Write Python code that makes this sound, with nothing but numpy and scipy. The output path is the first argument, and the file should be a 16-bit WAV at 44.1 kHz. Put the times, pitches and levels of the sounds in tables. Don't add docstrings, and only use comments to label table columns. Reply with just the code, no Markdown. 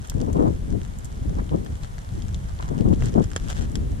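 import sys
import numpy as np
from scipy import signal
from scipy.fft import rfft, irfft, next_fast_len
from scipy.io import wavfile
from scipy.ndimage import uniform_filter1d, map_coordinates

SR = 44100
rng = np.random.default_rng(int(sys.argv[2]) if len(sys.argv) > 2 else 0)


def unload_wav(signal):
    wavfile.write(
        sys.argv[1],
        SR,
        np.round(np.clip(np.atleast_2d(signal).T, -1, 1) * 32767).astype(np.int16),
    )


N = 176400

# frequency in Hz, gain in dB.
AIR_EQ = [(40, 7), (300, 2.5), (750, 3), (1500, -5.5), (2000, -7), (2500, -13), (3300, -12), (4700, -16.5),
          (7200, -14.5), (9500, -16.5), (11500, -22), (13500, -27.5), (15000, -53), (16000, -75)]
# time in seconds, level in dB.
AIR_FADER = [(0, -46.5), (4, -45)]
# frequency in Hz, left-right likeness from -1 to 1.
AIR_IMAGE = [(150, -0.048), (550, -0.66), (1000, -0.75), (2000, -0.48), (3200, 0.44), (4800, 0.098),
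             (6500, 0.035), (9000, -0.14), (13000, 0.27)]
# frequency in Hz, gain in dB.
RUMBLE_EQ = [(10, -28), (25, -6.5), (45, 1), (75, -1.5), (120, -8), (190, -15), (300, -31), (600, -44),
             (1500, -66), (5000, -120)]
# time in seconds, relative level in dB.
RUMBLE_FADER = [(0, -25.5), (.06, -48), (.1, -31.5), (.48, -25), (.55, -28), (.8, -31), (1.1, -36),
                (1.25, -25.5), (1.42, -25), (1.47, -33), (1.54, -25), (1.66, -37), (1.73, -26), (1.78, -34),
                (1.84, -29), (1.89, -40), (1.94, -31.5), (2.07, -36.5), (2.13, -27.5), (2.2, -33),
                (2.36, -25.5), (2.42, -30), (2.68, -30), (2.87, -27), (2.96, -24), (3.05, -23.5),
                (3.12, -28.5), (3.2, -27.5), (3.31, -31), (3.6, -28.5), (3.84, -25), (4, -26)]

# frequency in Hz, gain in dB.
CRUST_EQ = [(150, 12.5), (650, 8), (1050, 4.5), (1650, 9.5), (2350, -2), (3150, 3), (3900, -3.5),
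            (4700, -3.5), (5700, 0.5), (7400, 2), (9200, -9), (11500, -20.5), (13000, -22), (14600, -31),
            (16300, -52)]
# frequency in Hz, left-right likeness.
CRUST_IMAGE = [(550, 0.1), (2000, -0.39), (3200, 0.31), (4300, 0.63), (5800, -0.22), (8000, -0.63),
               (13000, 0.46)]
# frequency in Hz, gain in dB.
TICK_EQ = [(1500, -4.5), (6000, -0.5), (12500, -2.5)]
# time in seconds, relative level in dB.
TICK_FADER = [(0, 5.5), (1.5, -1.5), (1.9, 2.5), (3.3, 6.5), (4, -5)]
# start in seconds, length in seconds, level in dB.
SCUFF_CUES = [(1.382, 0.024, -32.5), (2.594, .018, -32), (2.611, 0.22, -41)]
# frequency in Hz, gain in dB.
SCUFF_EQ = [(250, 3), (600, -1), (950, 8), (1400, -4.5), (2200, -10.5), (5000, -64)]
# start in seconds, length in seconds, level in dB, leftward pan in dB.
CRUNCH_CUES = [(0.036, 0.031, -44.5, -2), (1.812, 0.05, -45, 3), (2.987, 0.12, -45, 4),
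               (3.038, 0.065, -44.5, 2), (3.217, 0.032, -43, 4), (3.411, 0.089, -44, 1),
               (3.485, 0.05, -34.5, 4), (3.544, 0.053, -38, 2), (3.587, 0.076, -39.5, 0.5)]
# frequency in Hz, gain in dB.
CRUNCH_EQ = [(1000, 0.5), (2000, -1.5), (4000, 0.5), (7500, -2.5), (12500, 3)]
# frequency in Hz, left-right likeness.
CRUNCH_IMAGE = [(900, -0.41), (1900, -0.68), (3500, 0.38), (7000, -.5), (13000, .1)]
# start in seconds, relative level in dB, treble in dB, body in dB,
# leftward pan in dB, ring pitch in Hz.
SNAP_CUES = [(0.073, -39.5, 25, -16, -4, 7000), (0.0983, -25.5, 3, -26, -1, 13400),
             (.1195, -31.5, -14, 14, -3, 980), (0.2145, -33, 0, -5, -2, 4650),
             (0.3299, -34, 12, -1, 13, 7040), (0.9872, -39.5, 24, -14, -6, 7500),
             (1.0457, -34.5, 19, -14, 8, 7760), (1.054, -34, 14, -14, -7, 6260),
             (1.493, -37, -21, -10, -1, 3420), (1.6475, -42, 16, -10, 5, 14300),
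             (1.662, -33, -9, -1, 4, 1640), (1.834, -34.5, -1, -1, -1, 4040),
             (1.846, -34.5, -2, 3, 12, 4240), (1.9821, -35.5, -2, 1, 2, 4350),
             (2.2215, -37.5, -10, -26, -3, 3220), (2.3449, -32, -7.5, -20, 3, 3560),
             (2.5892, -39.5, -16, -18, 4, 4400), (2.626, -29, -21, -2.5, 4, 4000),
             (2.9362, -34, -19, -6, 3, 4220), (3.0222, -27, -5, 4.5, 1, 1940), (3.037, -35, 2, 1, 0, 5600),
             (3.0578, -29.5, 3, -10, -11, 6740), (3.138, -47, 4, 1, -.5, 3160),
             (3.2415, -28.5, 4, 6, -1, 5670), (3.3159, -33, -1, 1, -6, 7500),
             (3.3627, -17, 0, 4, -2.5, 7340), (3.484, -33, 2, -8, 0, 4760),
             (3.5027, -28.5, 10, 2, -3, 1620), (3.717, -39.5, 14, 3, 5, 7000),
             (3.755, -23.5, -0.5, -5, 2.5, 5550)]
# pitch in Hz, relative level in dB, seconds to fall 60 dB.
PLATE_MODES = [(670, -2.5, 0.018), (1640, -2.5, 0.02), (3197, -2.5, 0.034), (5240, -9, 0.045),
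               (7190, 8, 0.017)]

# start in seconds, length in seconds, pitch in Hz, level in dB,
# leftward pan in dB.
THROB_CUES = [(3.005, 0.1, 120.2, -24, 2), (3.15, .07, 167.1, -21.5, 14)]
# time in seconds, relative level in dB.
GUST_FADER = [(0, -47), (.11, -90), (.15, -34.5), (.23, -30), (.26, -34), (.29, -28), (.33, -36.5),
              (.37, -23), (.48, -24.5), (.54, -44), (.64, -49), (.76, -30.5), (.79, -45), (.9, -58.5),
              (1.1, -57.5), (1.28, -41.5), (1.4, -37.5), (1.5, -51.5), (1.52, -26.5), (1.548, -23.5),
              (1.565, -38.5), (1.7, -49.5), (1.8, -65), (2.07, -78), (2.17, -39.5), (2.26, -54),
              (2.66, -66), (2.715, -31.5), (2.75, -40.5), (2.81, -28), (2.84, -35), (2.86, -19.5),
              (2.9, -24.5), (2.93, -22), (2.95, -43), (3.06, -32), (3.12, -42.5), (3.16, -23.5),
              (3.19, -21), (3.207, -21), (3.23, -39.5), (3.36, -60.5), (3.46, -41), (3.54, -66),
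              (3.6, -35.5), (3.68, -50), (3.78, -39), (4, -50)]
# time in seconds, tilt in dB per octave.
GUST_TILT = [(0, -2.5), (.25, 1), (.42, 1.5), (.75, -0.8), (1.25, 2), (1.41, 4), (1.54, 2), (1.7, 4.5),
             (2.2, -2), (2.75, 0.5), (2.9, -2.5), (3.19, 0), (3.6, -2.5), (4, 5)]
# frequency in Hz, gain in dB.
BUFFET_EQ = [(20, -7), (80, -2.5), (170, 3), (280, 0), (500, -8.5), (750, -17), (1050, -23.5), (1600, -42),
             (3000, -57), (10000, -110)]
# frequency in Hz, dB gained per dB of gust.
BUFFET_GROWTH = [(100, 0.5), (200, 0.84), (450, 1), (900, 1.5)]
# frequency in Hz, leftward pan in dB.
BUFFET_PAN = [(80, 13), (200, 9.5), (400, 9), (800, 2.5), (1500, 2)]
# frequency in Hz, left-right likeness.
BUFFET_IMAGE = [(100, -0.2), (250, -0.33), (500, -0.81), (1200, -0.87)]


def amp(db):
    return 10 ** (np.asarray(db) / 20)


def unit(x):
    return x / np.sqrt(np.mean(x ** 2) + 1e-20)


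def along(points, hz):
    freqs, values = np.transpose(points)
    return np.interp(np.log(hz + 1), np.log(freqs + 1), values)


def curve(rows):
    return np.interp(np.arange(N) / SR, *np.transpose(rows))


def wobble(rate):
    return map_coordinates(rng.standard_normal(4096), [np.arange(N) * rate / SR], mode="wrap")


def arch(start, length):
    progress = np.clip((np.arange(N) / SR - start) / length, 0, 1)
    return np.sqrt(abs(np.sin(np.pi * progress)))


def filtered(x, response):
    n = x.shape[-1]
    padded = next_fast_len(n + 4096)
    return irfft(rfft(x, padded) * response(np.fft.rfftfreq(padded, 1 / SR)), padded)[..., :n]


def pan(db):
    gains = amp(np.array([db, -db]).reshape(2, -1) / 2)
    return gains / np.sqrt(np.mean(gains ** 2, axis=0))


def stereo(pair, colour_db, image):
    def response(hz):
        width = np.arccos(np.clip(along(image, hz), -.99, .99)) / 2
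        return amp(colour_db(hz)) * [np.cos(width), np.sin(width)]
    mid, side = filtered(pair, response)
    return unit(np.array([mid + side, mid - side]))


def rush(eq, image):
    return stereo(rng.standard_normal((2, N)), lambda hz: along(eq, hz), image)


def add(out, start, sound):
    part = out[:, max(0, round(start * SR)):][:, :sound.shape[1]]
    part += sound[:, :part.shape[1]]


def air():
    return rush(AIR_EQ, AIR_IMAGE) * amp(curve(AIR_FADER) + 0.06 * wobble(13.4))


def rumble(likeness=.72, lumps_db=3, trim_db=0.66):
    noise = rush(RUMBLE_EQ, [(60, likeness)]) * amp(lumps_db * wobble(50))
    running_rms = np.sqrt(abs(uniform_filter1d(np.mean(noise ** 2, axis=0), size=5000)))
    return noise / running_rms * amp(curve(RUMBLE_FADER) + trim_db) * pan(db=1.3)


def crust_tone(pair, eq, image):
    return stereo(pair, lambda hz: along(CRUST_EQ, hz) + along(eq, hz), image)


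def grit(per_second, spread_db, t60, eq, image):
    hits = rng.random(N) < per_second / SR
    sizes = amp(spread_db * np.minimum(rng.exponential(size=N), 4))
    power_decay = amp(-120 * np.arange(2048) / SR / t60)
    power = signal.fftconvolve((hits * sizes) ** 2, power_decay)[:N]
    return crust_tone(np.sqrt(abs(power)) * rng.standard_normal((2, N)), eq, image)


def ticks(trim_db=-57):
    grains = grit(per_second=200, spread_db=4, t60=0.0044, eq=TICK_EQ, image=CRUST_IMAGE)
    return amp(trim_db + curve(TICK_FADER)) * grains


def scuffs(likeness=-.85, rough_db=2):
    swell = sum(amp(db) * arch(start, length) for start, length, db in SCUFF_CUES)
    return swell * rush(SCUFF_EQ, [(1000, likeness)]) * amp(rough_db * wobble(200))


def crunches():
    swell = sum(amp(db) * arch(start, length) * pan(pan_db) for start, length, db, pan_db in CRUNCH_CUES)
    return swell * grit(per_second=1900, spread_db=3, t60=0.0022, eq=CRUNCH_EQ, image=CRUNCH_IMAGE)


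def mode(t, hz, t60):
    phase_gap = np.arccos(np.clip(along(CRUST_IMAGE, hz), -1, 1)) * np.array([[0], [1]])
    return np.sqrt(2) * np.sin(2 * np.pi * (hz * t + rng.random()) + phase_gap) * amp(-60 * t / t60)


def snaps(trim_db=-4, plate_db=4, plate_growth=0.76):
    rise_s, burst_t60 = 0.00013, 0.012
    scatter_db, scatter_t60 = -9.5, 0.061
    crack_db, crack_hold_s, crack_t60 = 0.5, 0.00075, 0.0019
    out, t = np.zeros((2, N)), np.arange(4096) / SR
    rise = 1 - np.exp(-t / rise_s)
    fall = amp(-60 * t / burst_t60) + amp(scatter_db - 60 * t / scatter_t60)
    crack_fall = amp(crack_db - 60 * np.maximum(t - crack_hold_s, 0) / crack_t60)
    for start, db, treble_db, body_db, pan_db, ring_hz in SNAP_CUES:
        eq = [(1700, body_db), (3500, 0), (8000, treble_db), (13500, 1.25 * treble_db)]
        burst = crust_tone(rng.standard_normal((2, len(t))), eq, CRUST_IMAGE)
        crack = filtered(burst, lambda hz: along([(4000, 0.24), (12000, 1.0)], hz)) * crack_fall
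        ring = amp(-7) * mode(t, ring_hz, t60=0.015)
        plate = sum(amp(level + along(eq, hz)) * mode(t, hz, t60) for hz, level, t60 in PLATE_MODES)
        plate *= amp(plate_db + plate_growth * db)
        snap = crack + rise * (burst * fall + ring + plate)
        add(out, start, snap * amp(db + trim_db) * pan(pan_db))
    return out


def throbs(wander=0.1236):
    out = np.zeros((2, N))
    for start, length, hz, db, pan_db in THROB_CUES:
        cycles = np.cumsum(hz * (1 + wander * wobble(90))) / SR
        out += np.sqrt(2) * np.sin(2 * np.pi * cycles) * arch(start, length) * amp(db) * pan(pan_db)
    return out


def buffet(trim_db=-18.5, full_gust_db=-26, flutter_db=1, eddy_db=2.5, pivot_hz=282):
    gust_db = curve(GUST_FADER) - full_gust_db + flutter_db * wobble(45)
    noise = filtered(rush(BUFFET_EQ, BUFFET_IMAGE), lambda hz: pan(along(BUFFET_PAN, hz)))
    octaves_hz = 100 * 2. 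** np.arange(5)
    out = np.zeros((2, N))
    for centre, share in zip(octaves_hz, np.eye(len(octaves_hz))):
        band = filtered(noise, lambda hz: along(np.c_[octaves_hz, share], hz))
        tilt_db = curve(GUST_TILT) * np.log2(centre / pivot_hz)
        out += band * amp(along(BUFFET_GROWTH, centre) * gust_db + tilt_db + eddy_db * wobble(110))
    return amp(trim_db) * out


def scene():
    return buffet() + throbs() + rumble() + air() + ticks() + snaps() + crunches() + scuffs()


def record(dry):
    overload_db, top_hz = -2.5, 16300
    rounded = dry / (1 + (dry / amp(overload_db)) ** 4) ** .25
    return filtered(rounded, lambda hz: hz < top_hz)


dry = scene()
out = record(dry)
unload_wav(out)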